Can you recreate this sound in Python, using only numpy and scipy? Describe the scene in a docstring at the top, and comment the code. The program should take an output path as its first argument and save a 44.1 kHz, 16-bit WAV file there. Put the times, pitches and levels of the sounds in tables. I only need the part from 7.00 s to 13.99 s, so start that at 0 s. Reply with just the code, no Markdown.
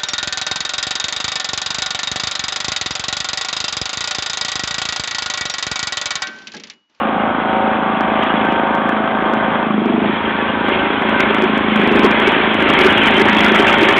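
"""Lawn tractor throwing snow

A single-cylinder tractor with a front snowthrower, close up from the seat: the microphone starts over
the hood, then leans out and down beside the wheel. The exhaust thuds once every two crank turns and
barks when the load drags the speed down; gears whine and valves clatter. Snow hisses through the auger
and lumps boom in the chute. The narrow-band microphone overloads on the peaks."""
import sys
import numpy as np
from scipy import signal
from scipy.fft import rfft, irfft, next_fast_len
from scipy.io import wavfile
from scipy.ndimage import map_coordinates

SR = 44100
rng = np.random.default_rng(int(sys.argv[2]) if len(sys.argv) > 2 else 0)


def transcribe(u):
    """Save the signal u as a 16-bit wav file named by the first command-line argument.

    u: samples, shape (n,) or (channels, n), limited to [-1, 1]; the rate is SR.
    q: integer samples, one column per channel.
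    """
    v = np.clip(np.atleast_2d(u).T, -1, 1)
    q = np.round(v * 32767).astype(np.int16)
    wavfile.write(sys.argv[1], SR, q)


N = 308259

# The speed the governor holds. Each row: time in seconds, firings per second.
GOVERNED_SPEED = [(0, 27.239), (2.3, 27.128), (3.8, 27.147), (6.99, 26.945)]
# Packed snow bogs the engine down.
# Each row: slowest moment in seconds, firings per second lost, build-up in seconds.
BOGS = [(2.948, 2.446, .204), (4.479, .324, .251), (4.949, 1.978, .206), (6.469, .415, .38)]
# Valve and piston knocks. Each row: place in the engine cycle from 0 to 1, relative level in dB.
KNOCKS = [(.0, -1), (.19, -2), (.49, -0.5), (0.641, -5.5), (.81, -1.5)]
# Snow entering the auger; it sets hiss, clatter and effort. Each row: time in seconds, level in dB.
SNOW_FEED = [(0, -31), (1.12, -29.5), (1.22, -26), (1.8, -33.5), (2.55, -30), (2.87, -32.5), (3.1, -26),
             (3.55, -27), (3.75, -22), (4.0, -25.5), (4.25, -20.5), (4.6, -24.5), (4.8, -20.5), (5.35, -17),
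             (5.55, -20.5), (5.7, -15.5), (6.0, -16), (6.99, -15)]

# Whine over the hood, beside the wheel and from the snowthrower drive.
# Each row: multiple of the firing rate, relative level in dB.
HOOD_LINES = [(15, -12), (18, -13), (19, -13), (20, -5), (22, -9), (24, -6), (25, -8), (26, -10), (27, -13),
              (28, 0), (30, -5), (32, -8), (33, -14), (34, -3), (36, -11), (38, -11), (40, -5), (42, -8),
              (43, -11), (44, -7), (46, -10), (48, -12), (50, -14), (54, -7), (57, -13), (58, -13),
              (60, -13)]
WHEEL_LINES = [(14, -5), (16, -6), (17, -9), (20, -7), (21, -9), (24, 0), (30, -10), (36, 1), (40, -4),
               (42, -6), (50, -7), (54, -5), (56, -6)]
DRIVE_LINES = [(20, -11), (21, -7), (22, -5), (26, -12), (28, -8), (30, -3), (32, -9), (34, 1), (40, -8),
               (44, -4), (50, -8), (52, -9), (66, -9), (79, -8)]
MESH_LINES, MESH_DB = [(30, -10.5), (34, -2)], -23  # the drive's strongest lines and their level

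# Bodies that ring. Each row: resonance in Hz, width in Hz, relative level in dB.
MUFFLER_MODES = [(186, 12, -1), (220.4, 23.6, 7), (260, 55, -1.5), (298, 27, -13.5), (387, 8.3, -12)]
SHEET_METAL_MODES = [(1557, 30, 4.5), (1716, 27, -2.5), (2087, 63, -7.5), (2380, 54, -17.5),
                     (3195, 270, -15.5)]
CHUTE_MODES = [(335, 110, -5), (381, 32, 0)]
AUGER_HOUSING_MODES = [(1300, 830, -6.5), (2250, 110, -3), (2160, 170, 2.5), (3440, 600, -10.5)]

# A few firings that knock harder than the rest, snow lumps in the chute and ice cracking on the housing.
# Each row: start in seconds, relative peak level in dB.
HARD_KNOCKS = [(1.488, -19), (2.074, -17), (2.185, -18), (2.337, -17), (2.706, -18), (3.683, -15),
               (4.05, -16)]
LUMPS = [(4.3, -8.5), (4.43, -9), (4.964, -10), (5.04, 2), (5.274, -4.5), (5.686, -7.5), (5.853, -7.5),
         (6.195, -9.5), (6.465, -8.5), (6.592, -3.5), (6.818, -4)]
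ICE_CRACKS = [(4.202, -10), (4.226, -17), (4.343, -18), (5.05, -18), (5.288, -17), (5.86, -18)]

# The tone of the engine block, snow hiss, rumble and microphone. Each row: frequency in Hz, gain in dB.
BLOCK_SPECTRUM = [(150, -24.5), (350, -11), (520, 2.5), (800, 1.5), (1150, 1.5), (1400, -0.5), (1600, -6.5),
                  (1900, -9), (2700, -19), (3200, -18.5), (4500, -27.5)]
SNOW_SPECTRUM = [(200, -13.5), (500, -6.5), (1000, -10.5), (1550, -1), (1800, 2), (2000, 0.5), (2350, 2.5),
                 (2900, -3), (3400, -1), (4500, -8)]
RUMBLE_SPECTRUM = [(20, -26.5), (40, -15), (70, -2.5), (120, -2), (180, -4), (400, -19.5), (900, -46.5)]
MICROPHONE_RESPONSE = [(20, 0), (3350, 1.5), (3500, -3.5), (3750, -8), (4050, -15), (4350, -22.5),
                       (4700, -71.5), (5200, -110)]

# The microphone's moves. Each pair: halfway moment in seconds, rough duration in seconds.
PAST_STEERING_WHEEL, OFF_THE_HOOD, LEANING_OUT = (1.09, .12), (2.68, .2), (3.15, .14)
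DOWN_TO_THE_WHEEL, BEHIND_THE_AUGER = (3.3, .88), (4.45, .4)

RECOVER_S, OVERSHOOT_SHARE, OVERSHOOT_AFTER_S = .105, .141, .216  # the governor catches up, runs fast
THROTTLE_LAG_S, EASE_AFTER_S = .035, .46  # after a bog: the throttle opens, later the machine runs light
THROTTLE_DROOP, STRAIN_DROOP = .55, 1.11  # firings per second lost: to open the throttle, to bark
LIGHT_FEED_DB = -30  # a thin layer of snow
GRIT_PER_S, GRIT_HZ, GRIT_LIFE_S = 55, 2098, .011


def exhaust(cycle, throttle, strain, at_wheel, level_db):
    """Each blowdown, a pressure pulse and a turbulent puff, rings the muffler; under strain it barks."""
    firing = strokes(cycle, 0, scatter_db=-0.1)
    # The rising piston pushes out the rest of the gas.
    scavenge = (0.033 + 0.48 * strain) * strokes(cycle, 0.222, scatter_db=-1.5)
    pulse = ring(firing + scavenge, MUFFLER_MODES)
    puff = ring(fading(firing, life=0.036) * noise(), MUFFLER_MODES)
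    drone = 0.87 * np.maximum(throttle, 0) * ring(firing, [(213.9, 4.3, 0)])  # rings between firings
    # More gas roars longer and rings the pipe harder.
    roar = ring(fading(firing, life=0.065) * noise(), [(238, 20, -2.7), (325, 87, -0.83)])
    pipe = ring(firing, [(244.7, 5.9, -3.5), (317.4, 13, -10.5), (404, 3.8, -2.5)])
    bark = strain * (0.28 * roar + 0.81 * pipe)
    # The outlet sounds brighter from the side.
    outlet = .22 * at_wheel * ring(firing, [(271, 12, 0), (325, 12, 0), (378, 12, -1)])
    low_cut = signal.butter(4, 165, "high", fs=SR, output="sos")
    thuds = signal.sosfilt(low_cut, pulse + amp(-5.5) * puff + drone + bark + outlet)
    muffled = coloured(thuds, [(100, -1.5), (200, -1.5), (420, 1.5), (520, -14), (1500, -27)])
    return amp(level_db) * unit(muffled)


def droop(t):
    """Firings per second lost at times t: each bog builds slowly, clears fast and overshoots a little."""
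    lost = np.zeros(N)
    for slowest, depth, build in BOGS:
        age = t - slowest
        sag = np.exp(-(age / np.where(age < 0, build, RECOVER_S)) ** 2)
        rebound = OVERSHOOT_SHARE * np.exp(-((age - OVERSHOOT_AFTER_S) / RECOVER_S) ** 2)
        lost += depth * (sag - rebound)
    return lost


def clatter(cycle, block_db, metal_db):
    """Valves and piston rattle block and sheet metal over the fan's rush; a few knocks hit harder."""
    blows = sum(amp(db) * strokes(cycle, place, scatter_db=2.5) for place, db in KNOCKS)
    rattle = unit(fading(blows, life=0.0064) * noise())
    fan = noise() * amp(0.44 * np.cos(4 * np.pi * cycle))
    block = amp(block_db) * unit(coloured(rattle + amp(-3) * fan, BLOCK_SPECTRUM))
    metal = amp(metal_db) * ring(rattle + 0.22 * noise(), SHEET_METAL_MODES)
    hard_knocks = amp(-2) * bursts(HARD_KNOCKS, rise=0.0025) * unit(coloured(noise(), BLOCK_SPECTRUM))
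    return block + metal + hard_knocks


def whine(cycle, lines, level_db, waver_db, drift_rad):
    """Gear tones locked to the crankshaft crest together on the engine's knocks and waver a little."""
    tones = np.zeros(N)
    for order, db in lines:
        knocks = sum(amp(knock_db) * np.exp(-2j * np.pi * order * place) for place, knock_db in KNOCKS)
        phase = 2 * np.pi * order * cycle + np.angle(knocks) + drift_rad * wobble(14)
        tones += amp(db + waver_db * wobble(5)) * np.sin(phase)
    return amp(level_db) * unit(tones)


def intake(cycle):
    """With the throttle wide open, each suction stroke gulps air through the filter box."""
    gulp = fading(strokes(cycle, .5, scatter_db=-0.5), life=.02) * noise()
    return amp(-25) * ring(gulp, [(690, 72, 1), (850, 93, -4)])


def hood_slap(cycle):
    """Each firing jolts the hood: a short, hollow slap at close range."""
    jolt = fading(strokes(cycle, 0, scatter_db=.5), life=.0055) * noise()
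    return amp(-29) * ring(jolt, [(324, 160, 0), (620, 230, -6), (1500, 240, -11)])


def snow_hiss(cycle, snow_db):
    """Crystals scour the auger housing in clumps, surging with each turn of the shaft."""
    grains = noise() * amp(0.92 * wobble(900))
    surge = amp(np.cos(4 * np.pi * cycle) + 1.3 * wobble(45) + .7 * wobble(12))
    return amp(snow_db + 2) * unit(coloured(grains * surge, SNOW_SPECTRUM))


def chute(snow_db):
    """Snow makes the chute drone; lumps boom in it and shake the frame; ice rings the housing."""
    def hollow():
        air = resonate(noise(), CHUTE_MODES)
        return unit(coloured(air, [(100, -17.5), (280, 6), (420, 6), (520, -10.5), (2000, -16.5)]))

    drone = amp(snow_db - 6 + 2 * wobble(14)) * hollow()
    booms = amp(-6) * bursts(LUMPS, rise=0.0086) * hollow()
    shake = amp(-18.5) * bursts(LUMPS, rise=0.017) * unit(coloured(noise(), BLOCK_SPECTRUM))
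    cracks = bursts(ICE_CRACKS, rise=0.0039) * ring(noise(), AUGER_HOUSING_MODES)
    return drone + booms + shake + cracks


def grit(snow_db):
    """Gravel picked up with the snow pings the housing, each stone at its own pitch."""
    stones = rng.random((int(GRIT_PER_S * N / SR), 3))
    t = np.arange(SR // 16) / SR
    pings = np.zeros(N + len(t))
    for when, pitch, softness in stones:
        hz = GRIT_HZ * 2 ** (1.4 * (pitch - .5))
        ping = np.sin(2 * np.pi * hz * t) * np.exp(-t / GRIT_LIFE_S)
        pings[int(when * N):][:len(t)] += amp(-12 * softness) * ping
    return amp(snow_db - 8) * unit(pings[:N])


def rumble(level_db):
    """A low, even rumble behind the whole machine."""
    return amp(level_db) * unit(coloured(noise(), RUMBLE_SPECTRUM))


def amp(db):
    """Decibels to gain."""
    return 10 ** (np.asarray(db) / 20)


def unit(x):
    """Scale to rms 1."""
    return x / np.sqrt(np.mean(x ** 2) + 1e-20)


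def noise():
    """White noise."""
    return rng.standard_normal(N)


def wobble(rate):
    """A smooth random curve, rate knots a second."""
    knots = rng.standard_normal(int(N * rate / SR) + 4)
    steps = np.arange(len(knots) * 10) / 10
    return np.interp(np.arange(N) * rate / SR, steps, map_coordinates(knots, [steps]))


def filtered(x, response):
    """x through a complex response of frequency."""
    size = next_fast_len(N + SR // 2)
    return irfft(rfft(x, size) * response(np.fft.rfftfreq(size, 1 / SR)), size)[:N]


def coloured(x, points):
    """x through a spectrum of (Hz, dB) points on a log axis."""
    hz, db = np.transpose(points)
    return filtered(x, lambda f: amp(np.interp(np.log(f + 1), np.log(hz), db)))


def resonate(x, modes):
    """x through a body with (Hz, width in Hz, dB) resonances."""
    return filtered(x, lambda f: sum(amp(db) * 1j * f * width / (hz * hz - f * f + 1j * f * width)
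                                     for hz, width, db in modes))


def ring(x, modes):
    """The sound of a body driven by x, at rms 1."""
    return unit(resonate(x, modes))


def strokes(cycle, place, scatter_db):
    """One impulse of random size each time the engine passes a place in its cycle."""
    at = np.flatnonzero(np.diff(np.floor(cycle - place)) > 0)
    train = np.zeros(N)
    train[at] = amp(scatter_db * rng.standard_normal(256)[:len(at)])
    return train


def fading(train, life):
    """Each impulse becomes an exponential decay of the given life in seconds."""
    return signal.lfilter([1], [1, -np.exp(-1 / (life * SR))], train)


def bursts(rows, rise):
    """An envelope that swells for rise seconds and dies away at each (start, peak dB) row."""
    t = np.arange(N) / SR
    ages = [(np.maximum(t - start, 0) / rise, db) for start, db in rows]
    return sum(amp(db) * age * np.exp(1 - age) for age, db in ages)


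def move(halfway, duration):
    """A microphone move: a smooth step from 0 to 1."""
    return .5 + .5 * np.tanh(2 * (np.arange(N) / SR - halfway) / duration)


def scene():
    """Snow feed and throttle set how hard everything works; the microphone's place sets the balance."""
    t = np.arange(N) / SR
    speed = np.interp(t, *np.transpose(GOVERNED_SPEED)) - droop(t)
    cycle = np.cumsum(speed) / SR - .016 * speed[0]  # counts firings, the first at 16 ms
    demand = droop(t - THROTTLE_LAG_S)
    throttle = np.tanh(demand / THROTTLE_DROOP)
    strain = np.tanh(np.maximum(demand, 0) / STRAIN_DROOP) ** 2
    eased_db = .5 * np.tanh(np.maximum(droop(t - EASE_AFTER_S), 0))
    snow_db = np.interp(t, *np.transpose(SNOW_FEED))
    feed_db = snow_db - LIGHT_FEED_DB

    # Where the microphone is, each from 0 to 1.
    over_hood = 1 - move(*OFF_THE_HOOD)
    close = over_hood * move(*PAST_STEERING_WHEEL)
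    outside, at_wheel, at_auger = move(*LEANING_OUT), move(*DOWN_TO_THE_WHEEL), move(*BEHIND_THE_AUGER)

    effort_db = 2.5 * throttle + 0.092 * feed_db + 1.3 * strain - eased_db
    placement_db = 1.1 * close - 1.3 * at_wheel * (1 - at_auger)
    block_db = -24.5 + 0.33 * feed_db + 1.8 * over_hood + .5 * strain
    metal_db = -42 + 11 * close + 7 * outside + 8 * at_wheel - 3 * at_auger  # louder when in view
    engine = exhaust(cycle, throttle, strain, at_wheel, -21.5 + effort_db + placement_db)
    engine += strain * intake(cycle)
    engine += clatter(cycle, block_db, metal_db)
    engine += close * hood_slap(cycle)
    engine += over_hood * whine(cycle, HOOD_LINES, -20.5, waver_db=2.84, drift_rad=0.25)
    engine += at_wheel * whine(cycle, WHEEL_LINES, -24.5 - 5 * at_auger, waver_db=4.5, drift_rad=0.4)
    drive = at_wheel * whine(cycle, DRIVE_LINES, -37 + 0.97 * feed_db, waver_db=2.5, drift_rad=0.23)
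    # Just past the edge of the hood, the drive's strongest lines reach the microphone first.
    drive += outside * (1 - at_wheel) * whine(cycle, MESH_LINES, MESH_DB, waver_db=2, drift_rad=0.25)
    background = rumble(-25.5 + 0.43 * snow_db - .8 * eased_db)
    snow = snow_hiss(cycle, snow_db) + grit(snow_db) + chute(snow_db - 0.92 * eased_db)
    return (engine + drive + snow + background)[None]


def record(dry):
    """One narrow-band microphone close to the machine; its clipped peaks spit treble."""
    clipped = np.clip(coloured(dry[0], MICROPHONE_RESPONSE), -.71, .71)
    return filtered(clipped, lambda hz: hz < 15900)[None]


dry = scene()
out = record(dry)
transcribe(out)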